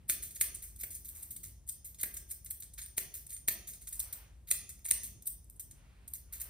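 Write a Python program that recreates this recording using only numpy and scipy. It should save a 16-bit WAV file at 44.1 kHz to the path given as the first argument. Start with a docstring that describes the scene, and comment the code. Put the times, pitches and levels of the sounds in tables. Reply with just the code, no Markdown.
"""Steel grooming shears work along a dog's chin and throat in a small hard-walled room.
Hair snapping between the blades excites their resonances; the handles clack shut as impacts ring the tool;
the pivot squeals by stick-slip. Shaped noise gives the hand in the coat, a low rumble and ventilation, with a hum.
Reflections and decaying diffuse sound answer; two close ports differ in phase, which combs the treble of their sum."""
import sys
import numpy as np
from scipy import signal
from scipy.fft import rfft, irfft, next_fast_len
from scipy.io import wavfile

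SR = 44100
rng = np.random.default_rng(int(sys.argv[2]) if len(sys.argv) > 2 else 0)


def wrap_up_sound(samples):
    """Save the sound to the file named by the first command line argument, as 16-bit audio."""
    columns = np.atleast_2d(samples).T
    # keep every value between -1 and 1, then stretch to whole-number steps
    tamed = np.clip(columns, -1, 1)
    steps = np.round(tamed * 32767).astype(np.int16)
    wavfile.write(sys.argv[1], SR, steps)


N = 286209
SIZE = next_fast_len(N + SR)   # transform length with space for the room's decay
HZ = np.arange(1, SIZE // 2 + 2) * SR / SIZE   # bin frequencies, one bin up so that log f exists

# Resonances along the shears, from the handle side to the point: f/Hz, width/Hz, level/dB
HEEL_MODES = [(1502, 516, -7), (2133, 510, 10.5), (2163, 820, 6.5)]
SHANK_MODES = [(3740, 1000, -4.5), (4220, 1200, -5.5)]
BELLY_MODES = [(5100, 140, -11), (6242, 750, -4), (7110, 656, -1)]
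EDGE_MODES = [(8257, 1240, -7), (8447, 752, 3.5), (9080, 2300, -1), (10760, 2310, -2), (11870, 670, -6)]
TIP_MODES = [(12800, 610, -0.91), (14450, 1700, -0.65), (14160, 1200, 0.96)]


def from_db(db):
    """Level and amplitude: 20 dB is a tenfold gain."""
    return 10 ** (np.asarray(db) / 20)


def rms_one(x):
    """Normalisation of mean power: scale to rms 1."""
    return x / np.sqrt(np.mean(x ** 2) + 1e-20)


def at_hz(points):
    """Interpolation on a log-frequency axis: a table read at every spectral bin."""
    hz, value = np.array(points)[:, 0], np.array(points)[:, 1]
    return np.interp(np.log(HZ), np.log(hz + 1), value)


def resonate(x, modes):
    """Modal superposition: parallel two-pole resonances of alternating sign."""
    out = 0
    for k, (hz, width_hz, level_db) in enumerate(modes):
        r = np.exp(-np.pi * width_hz / SR)   # pole radius sets the bandwidth
        zeros = [(1 - r * r) / 2, 0, (r * r - 1) / 2]
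        poles = [1, -2 * r * np.cos(2 * np.pi * hz / SR), r * r]
        mode = signal.lfilter(zeros, poles, x + 1e-18)
        out = out + (-1) ** k * from_db(level_db) * mode
    return out


def grit(per_s, spread_db):
    """Shot noise: dense random ticks of uneven size and either sign; rms 1."""
    size_db = spread_db * np.minimum(rng.exponential(1, N), 4)
    sizes = from_db(size_db) * rng.choice([-1, 1], N)
    return rms_one(sizes * (rng.random(N) < per_s / SR))


def coloured(spectrum):
    """Spectral shaping: two unrelated noises of one colour; rms 1."""
    white = rfft(rng.standard_normal((2, SIZE)))
    return rms_one(irfft(white * from_db(at_hz(spectrum)), SIZE)[:, :N])


def swells(rows, rise_db_per_s, fall_db_per_s):
    """Exponential growth and decay: each row (full at s, hold s, dB) rises, holds and falls; gains add."""
    t, total = np.arange(N) / SR, 0
    for s, hold, db in rows:
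        rise_db = rise_db_per_s * np.maximum(s - t, 0)
        fall_db = fall_db_per_s * np.maximum(t - s - hold, 0)
        total = total + from_db(db - rise_db - fall_db)
    return total


def drift(corner_hz):
    """Low-pass random process: slow chance of spread 1, drawn every 100 samples and interpolated."""
    r = np.exp(-200 * np.pi * corner_hz / SR)
    white = rng.standard_normal(N // 100 + 1002)
    slow = signal.lfilter([1], [1, -2 * r, r * r], white)[1000:]   # drop the filter's start
    return np.interp(np.arange(N) / 100, np.arange(len(slow)), rms_one(slow - slow.mean()))


def hum():
    """Narrow-band noise: one sharp resonance driven at random gives a tone that wavers."""
    hz, width_hz, level_db = 58.7, 2.7, -61.5
    return from_db(level_db) * rms_one(resonate(rng.standard_normal(N), [(hz, width_hz, 0)]))


def ventilation():
    """Stationary broadband noise with most of its energy in the bass."""
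    # Relative spectral density of the air noise: f/Hz, level/dB
    air_spectrum = [(20, -55), (33, -20.5), (45, 4), (75, 0.5), (100, -10.5), (160, -16.5), (300, -29.5),
                    (600, -32), (1300, -42.5), (2500, -43), (5000, -46.5), (9000, -39), (16000, -46.5)]
    return from_db(-58) * coloured(air_spectrum)


def rumble():
    """Amplitude-modulated low noise: a slow level course plus a random waver."""
    # Relative spectral density of the rumble: f/Hz, level/dB
    rumble_spectrum = [(40, -21.5), (90, 8), (200, -5), (350, -11.5), (700, -29), (16000, -80)]
    # Slow course of the rumble: t/s, level/dB
    level_course = [(0, -66), (1.2, -65.5), (1.9, -70.5), (3.4, -69.5), (5.002, -66.5), (6.49, -71)]
    waver_db, waver_corner_hz = 3.5, 7.4
    level_db = np.interp(np.arange(N) / SR, *np.transpose(level_course))
    level_db = level_db + waver_db * drift(waver_corner_hz)
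    return from_db(level_db) * coloured(rumble_spectrum)


def rustle():
    """Friction noise: hand and arm sweep through the coat, many small contacts merging into noise."""
    # Sweeps through the coat: full at t/s, hold/s, level/dB
    sweeps = [(0, 0.017, -75.5), (1.15, 0.086, -71.5), (2.14, .03, -75), (4.02, .2, -63.5),
              (5.78, 0.29, -71), (6.33, .05, -74), (6.45, 0.038, -64)]
    # Relative spectral density of the brushed fur: f/Hz, level/dB
    fur_spectrum = [(150, -14.5), (500, -0.5), (1000, -0.5), (2500, -1), (5000, -11), (16000, -41.5)]
    return swells(sweeps, rise_db_per_s=155, fall_db_per_s=91.5) * coloured(fur_spectrum)


def squeal():
    """Stick-slip: the pivot, loaded by slowly closing blades, ticks into one narrow resonance."""
    # Moments of greatest load: t/s, peak level/dB
    loads = [(2.819, -42), (3.335, -43)]
    # Resonance of the pivot: f/Hz, width/Hz, level/dB
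    pivot_mode = [(8950, 400, 0)]
    load = swells([(s, 0, db) for s, db in loads], rise_db_per_s=1798, fall_db_per_s=317.5)
    ticks = grit(400., spread_db=0.5)
    return load * rms_one(resonate(resonate(ticks, pivot_mode), pivot_mode))


def clacks():
    """Impulse response: a hard blow and three quick rebounds ring the tool, knock in the hand, thud in the table."""
    # Handles meeting their stop: t/s, blow drive level/dB,
    # then drives against it: bright ring/dB, dull knock/dB, sharp knock/dB, thud/dB
    impacts = [(0.0974, -26, 9.5, -12.5, -25, -23), (0.366, -48.5, -5, -9, -14, -14),
               (0.4122, -25, 9, -16, -14.5, -27), (0.8362, -37.5, 2, -10, -13, -12.5),
               (1.6955, -61.5, 19, -23, -20, -25), (2.0354, -30.5, 4, -10.5, -13, -14.5),
               (2.51, -49.5, 13.5, -15, -34, -17.5), (2.7892, -47.5, -3, -12, -11, -30),
               (2.9809, -29.5, 10, -11, -8.5, -15), (3.4838, -24, 6.5, -13.5, -11.5, -16.5),
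               (4.0024, -52.5, 26, -13, -20, -30), (4.514, -29.5, 11.5, -18, -10.5, -15.5),
               (4.8561, -40.5, -1, -26, -9.5, -17), (4.9121, -26.5, 8, -21, -13.5, -14.5),
               (5.2772, -61, 2, -21, 3.5, -25)]
    # Resonances of the hand (first dull, then sharp) and of the table: f/Hz, width/Hz, level/dB
    knock_modes = [(306, 240, 2), (806, 990, -1), (1140, 340, -7.5)]
    thud_modes = [(180, 32, 0.033)]
    blows, lows = np.zeros((2, N)), np.zeros((3, N))
    luck = rng.random((len(impacts), 6))
    for (s, blow_db, bright_db, *low_db), row in zip(impacts, luck):
        gaps = np.r_[0, row[:3] * .002 * SR + 9]   # samples between rebounds
        at = round(s * SR) + np.cumsum(gaps).astype(int)
        rebound_db = np.r_[0, -9 - 9 * row[3:]]
        blows[:, at] += from_db(blow_db + np.c_[[0, bright_db]] + rebound_db) * [1, -1, 1, -1]
        lows[:, at[0]] += from_db(blow_db + np.array(low_db))
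    heel_ring = from_db(26.5) * resonate(blows[0], HEEL_MODES)
    bright_ring = from_db(21) * resonate(blows[1], SHANK_MODES + BELLY_MODES + EDGE_MODES + TIP_MODES)
    knock = resonate(lows[0], knock_modes[:1]) - resonate(lows[1], knock_modes[1:])
    thud = resonate(lows[2], thud_modes)
    return heel_ring + bright_ring + from_db(30) * knock + from_db(41) * thud


def strokes():
    """Source and resonator: hair after hair snaps between the edges, and the ticks ring each part of the blade."""
    # Blades biting hair: hardest bite at t/s, drive level/dB, lead-in/s, fade t60/s (at least 5 ms),
    # then drives against it: heel/dB, tip/dB
    bites = [(0.1, -18, 0.022, 0.1, -31.5, -3), (0.227, -31, 0.0054, 0.2, -26.5, -1),
             (.31, -36.5, 0.003, 0.048, -28.5, 0), (0.363, -34, 0.019, 0.068, -27.5, -2.5),
             (0.415, -16, 0.023, 0.062, -40, -4), (0.55, -29.5, 0.0077, 0.079, -30, -4),
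             (.624, -35.5, 0.0031, 0.27, -25.5, -1.5), (.763, -42.5, 0.0053, 0.046, -28, -3),
             (0.812, -32, 0.031, 0.072, -26, -1), (.836, -24, .004, 0.035, -40, 0.5),
             (.908, -35, .004, 0.21, -33, -1), (0.955, -35, 0.013, 0.097, -29.5, -1),
             (1.05, -38.5, 0.0055, .15, -28, 1), (1.09, -34, 0.0065, 0.093, -32, -4),
             (1.153, -42, .005, 0.54, -26, 1), (1.23, -29.5, 0.0099, 0.037, -42, -7),
             (1.311, -34.5, 0.0069, .11, -33, -1), (1.366, -32.5, 0.0046, 0.052, -30, -4),
             (1.438, -34.5, 0.0073, 0.17, -25.5, -2), (1.696, -21, 0.034, 0.016, -39.5, -5),
             (1.852, -38.5, 0.0092, 0.2, -27.5, 2), (1.947, -41.5, 0.0026, 0.031, -23, -5),
             (2.003, -33.5, .022, 0.11, -22.5, -7), (2.016, -32.5, 0.0055, 0.015, -26, 3),
             (2.035, -18, 0.0046, 0.022, -45, -1.5), (2.142, -35.5, 0.0032, 0.087, -30, 2.5),
             (2.172, -31, 0.0068, 0.056, -23, -4), (2.316, -25.5, 0.06, 0.041, -31, -2.5),
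             (2.447, -37.5, 0.0023, .059, -52, 3), (2.463, -35.5, 0.0032, 0.053, -21.5, -13),
             (2.508, -23, 0.0068, 0.04, -57, -1), (2.603, -36, .003, 0.035, -37, 4.5),
             (2.624, -31.5, 0.0032, 0.079, -26, -10), (2.739, -38.5, 0.0044, 0.043, -36, -9),
             (2.79, -35.5, 0.016, 0.084, -15, -2), (2.819, -34.5, 0.0028, 0.061, -20.5, -8),
             (2.862, -27.5, 0.0015, 0.009, -33, -5), (2.983, -18.5, 0.019, 0.025, -33.5, -2.5),
             (3.144, -32.5, 0.006, .19, -26.5, 0.5), (3.268, -36.5, 0.0033, .025, -33, -1),
             (3.307, -32.5, 0.02, 0.051, -30.5, -8), (3.33, -37.5, 0.015, 0.11, -22.5, 2.5),
             (3.366, -40, 0.0021, 0.037, -16.5, -5), (3.488, -12, 0.015, 0.012, -30.5, -2.5),
             (3.678, -35.5, 0.0062, 0.19, -22.5, 0.5), (3.737, -41, 0.005, 0.12, -21, -10),
             (3.819, -42.5, 0.011, 0.17, -25.5, -4), (3.876, -33, 0.0074, 0.053, -22.5, -6),
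             (3.892, -37.5, .015, 0.017, -52, 0), (3.927, -32, 0.0031, .18, -27, -2),
             (4, -15, 0.0081, 0.023, -50, -8.5), (4.128, -31, 0.0025, 0.072, -24, 1.5),
             (4.49, -42, 0.022, 0.056, -16.5, 1), (4.515, -9.5, 0.014, 0.011, -27.5, -6.5),
             (4.694, -32, 0.0034, 0.1, -26.5, -6), (4.793, -48, .003, 0.018, -23, -2),
             (4.857, -25.5, 0.015, 0.086, -31, -8.5), (4.886, -36, 0.0037, .074, -15, 9),
             (4.912, -9, .006, 0.015, -29, -9.5), (5.036, -29.5, 0.0035, 0.14, -28.5, -1.5),
             (5.224, -39.5, .002, 0.023, -25.5, -1), (5.276, -23.5, .025, 0.033, -39, 1),
             (5.445, -49, .003, .025, -46, -7), (5.5, -43, .002, 0.03, -37, -3),
             (5.567, -47, .01, 0.021, -53.5, -14), (5.599, -28, 0.0037, 0.061, -32, -2.5),
             (5.714, -40, .006, 0.039, -24, -7), (6.081, -33.5, 0.0046, 0.031, -42.5, -1),
             (6.138, -28.5, 0.0039, 0.02, -38, 3), (6.153, -34.5, 0.007, 0.061, -26.5, -15),
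             (6.332, -35.5, 0.0086, 0.18, -22, -0.5), (6.402, -35, 0.0043, 0.1, -26.5, -6),
             (6.42, -27.5, 0.019, 0.011, -30, -3)]
    rise_db_per_s, rise_grows, usual_bite_db = 998.5, 0.33, -23   # growth: dB of pace per dB of drive
    touch_share = 0.32   # part of the lead-in over which the edges first come into touch
    t, drive = np.arange(N) / SR, np.zeros((5, N))
    tint_db = 1.64 * rng.standard_normal((len(bites), 2))   # the contact point favours shank or belly
    for (s, bite_db, lead, t60, heel_db, tip_db), tint in zip(bites, tint_db):
        near = slice(int((s - max(lead, 1 / 1000)) * SR), int((s + .4) * SR))
        age = t[near] - s
        shank_db = 12 + 0.73 * heel_db   # the shank partly follows the heel
        belly_db = shank_db + 2
        part_db = np.c_[[heel_db, shank_db + tint[0], belly_db + tint[1], 0, tip_db]]
        pace = rise_db_per_s * from_db(rise_grows * (bite_db - usual_bite_db))   # harder bites grow faster
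        course_db = np.where(age < 0, pace * age, -60 * age / max(t60, 1 / 200))
        touch = np.clip((age + lead) / (touch_share * lead + 1e-9), 0, 1)
        drive[:, near] += from_db(bite_db + part_db + course_db) * touch
    ticks = drive * [grit(2500., spread_db=4.5) for part in drive]
    # (modes, radiation dB), in the order of the drives
    parts = [(HEEL_MODES, 9.), (SHANK_MODES, 1.), (BELLY_MODES, 1.), (EDGE_MODES, 3.), (TIP_MODES, 4.5)]
    return sum(from_db(out_db) * resonate(tick, modes) for tick, (modes, out_db) in zip(ticks, parts))


def echoes(x):
    """Specular reflection: the table's echo feeds both ports alike, the wall's feeds them with opposite sign."""
    # Table top, then near wall: delay/s, level/dB
    reflections = [(.0078, -9.5), (0.0104, -6)]
    rows = []
    for delay_s, level_db in reflections:
        delayed = np.r_[np.zeros(round(delay_s * SR)), x][:N]
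        rows.append(from_db(level_db) * delayed)
    return np.array(rows)


def tails():
    """Exponential reverberation: two diffuse noises build up, then die away at each band's own rate."""
    # Reverberation time of the room: f/Hz, t60/s
    decay_times = [(150, 0.94), (600, 0.74), (1500, 0.49), (4000, 0.56), (10000, 0.25), (16000, 0.26)]
    t = np.arange(SR * 2 // 3) / SR
    edges = 100 * 2 ** np.arange(0, 7.6, .75)   # band edges in Hz, three quarters of an octave apart
    white, tail = rng.standard_normal((2, len(t))), 0
    hz, t60_s = np.transpose(decay_times)
    for low, high in zip(edges, edges[1:]):
        t60 = np.interp(np.log(low * high) / 2, np.log(hz), t60_s)
        band = signal.butter(2, [low, high], "band", fs=SR, output="sos")
        tail = tail + signal.sosfilt(band, white) * from_db(-60 * t / t60)
    tail = tail * np.clip(t / 0.026, 0, 1)
    return tail / np.sqrt(np.sum(tail ** 2) / 2)


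def room(x, count=7):
    """Convolution with the room: the moving shears excite it from a few places in turn."""
    move_s, level_db = .47, -5
    place = (np.arange(N) / SR / move_s).astype(int) % count
    wet = sum(rfft(x * (place == k), SIZE) * rfft(tails(), SIZE) for k in range(count))
    return from_db(level_db) * irfft(wet, SIZE)[:, :N]


def ports(direct, diffuse):
    """Coherence and path difference: shared direct, partly shared diffuse sound; the left treble lags."""
    # Coherence of the diffuse sound between the ports: f/Hz, share/1
    coherence = [(60, 0.94), (150, 0.95), (350, 0.52), (700, .2), (2000, 0.47), (4700, 0.53), (7000, 0.56),
                 (9300, 0.83), (14000, 1), (16000, .93)]
    # Level of the left port against the right: f/Hz, level/dB
    balance = [(100, 0.8), (400, 0.5), (1400, 1), (4000, -2), (9000, 0), (16000, 0)]
    # Phase by which the left port trails, apart from the path lag: f/Hz, phase/rad
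    phase_lag = [(500, 0.017), (1400, 1), (2600, 0.94), (4000, 1), (4700, 0.0034)]
    path_lag_s = 1 / 4670   # this path difference combs the treble of the sum
    alike, sides = np.clip(at_hz(coherence), 0, 1), np.array([[1], [-1]])
    common, apart = rfft(diffuse, SIZE)
    shared = rfft(direct, SIZE) + np.sqrt((1 + alike) / 2) * common
    spectrum = shared + np.sqrt((1 - alike) / 2) * apart * sides
    # half the phase difference goes to each port; the path counts above its first full turn
    late = np.pi * np.maximum(HZ * path_lag_s - 1, 0) + at_hz(phase_lag) / 2
    gain = from_db(sides * at_hz(balance) / 2)
    return irfft(spectrum * np.exp(-1j * sides * late) * gain, SIZE)[:, :N]


def scene():
    """Superposition: shears with their reflections, over rustle, rumble, ventilation and hum."""
    shears = strokes() + clacks() + squeal()
    background = rustle() + rumble() + ventilation()
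    diffuse = echoes(shears) + room(shears) + background
    return ports(shears + hum(), diffuse)


def record(dry):
    """Band limiting: the response drops off a step at the ports' upper edge; the top is cut steeply."""
    port_edge_hz, cutoff_hz = 15750, 16650
    dry = signal.sosfilt(signal.ellip(8, 1, 32, port_edge_hz, fs=SR, output="sos"), dry)
    return signal.sosfilt(signal.cheby2(12, 50, cutoff_hz, fs=SR, output="sos"), dry)


dry = scene()
out = record(dry)
wrap_up_sound(out)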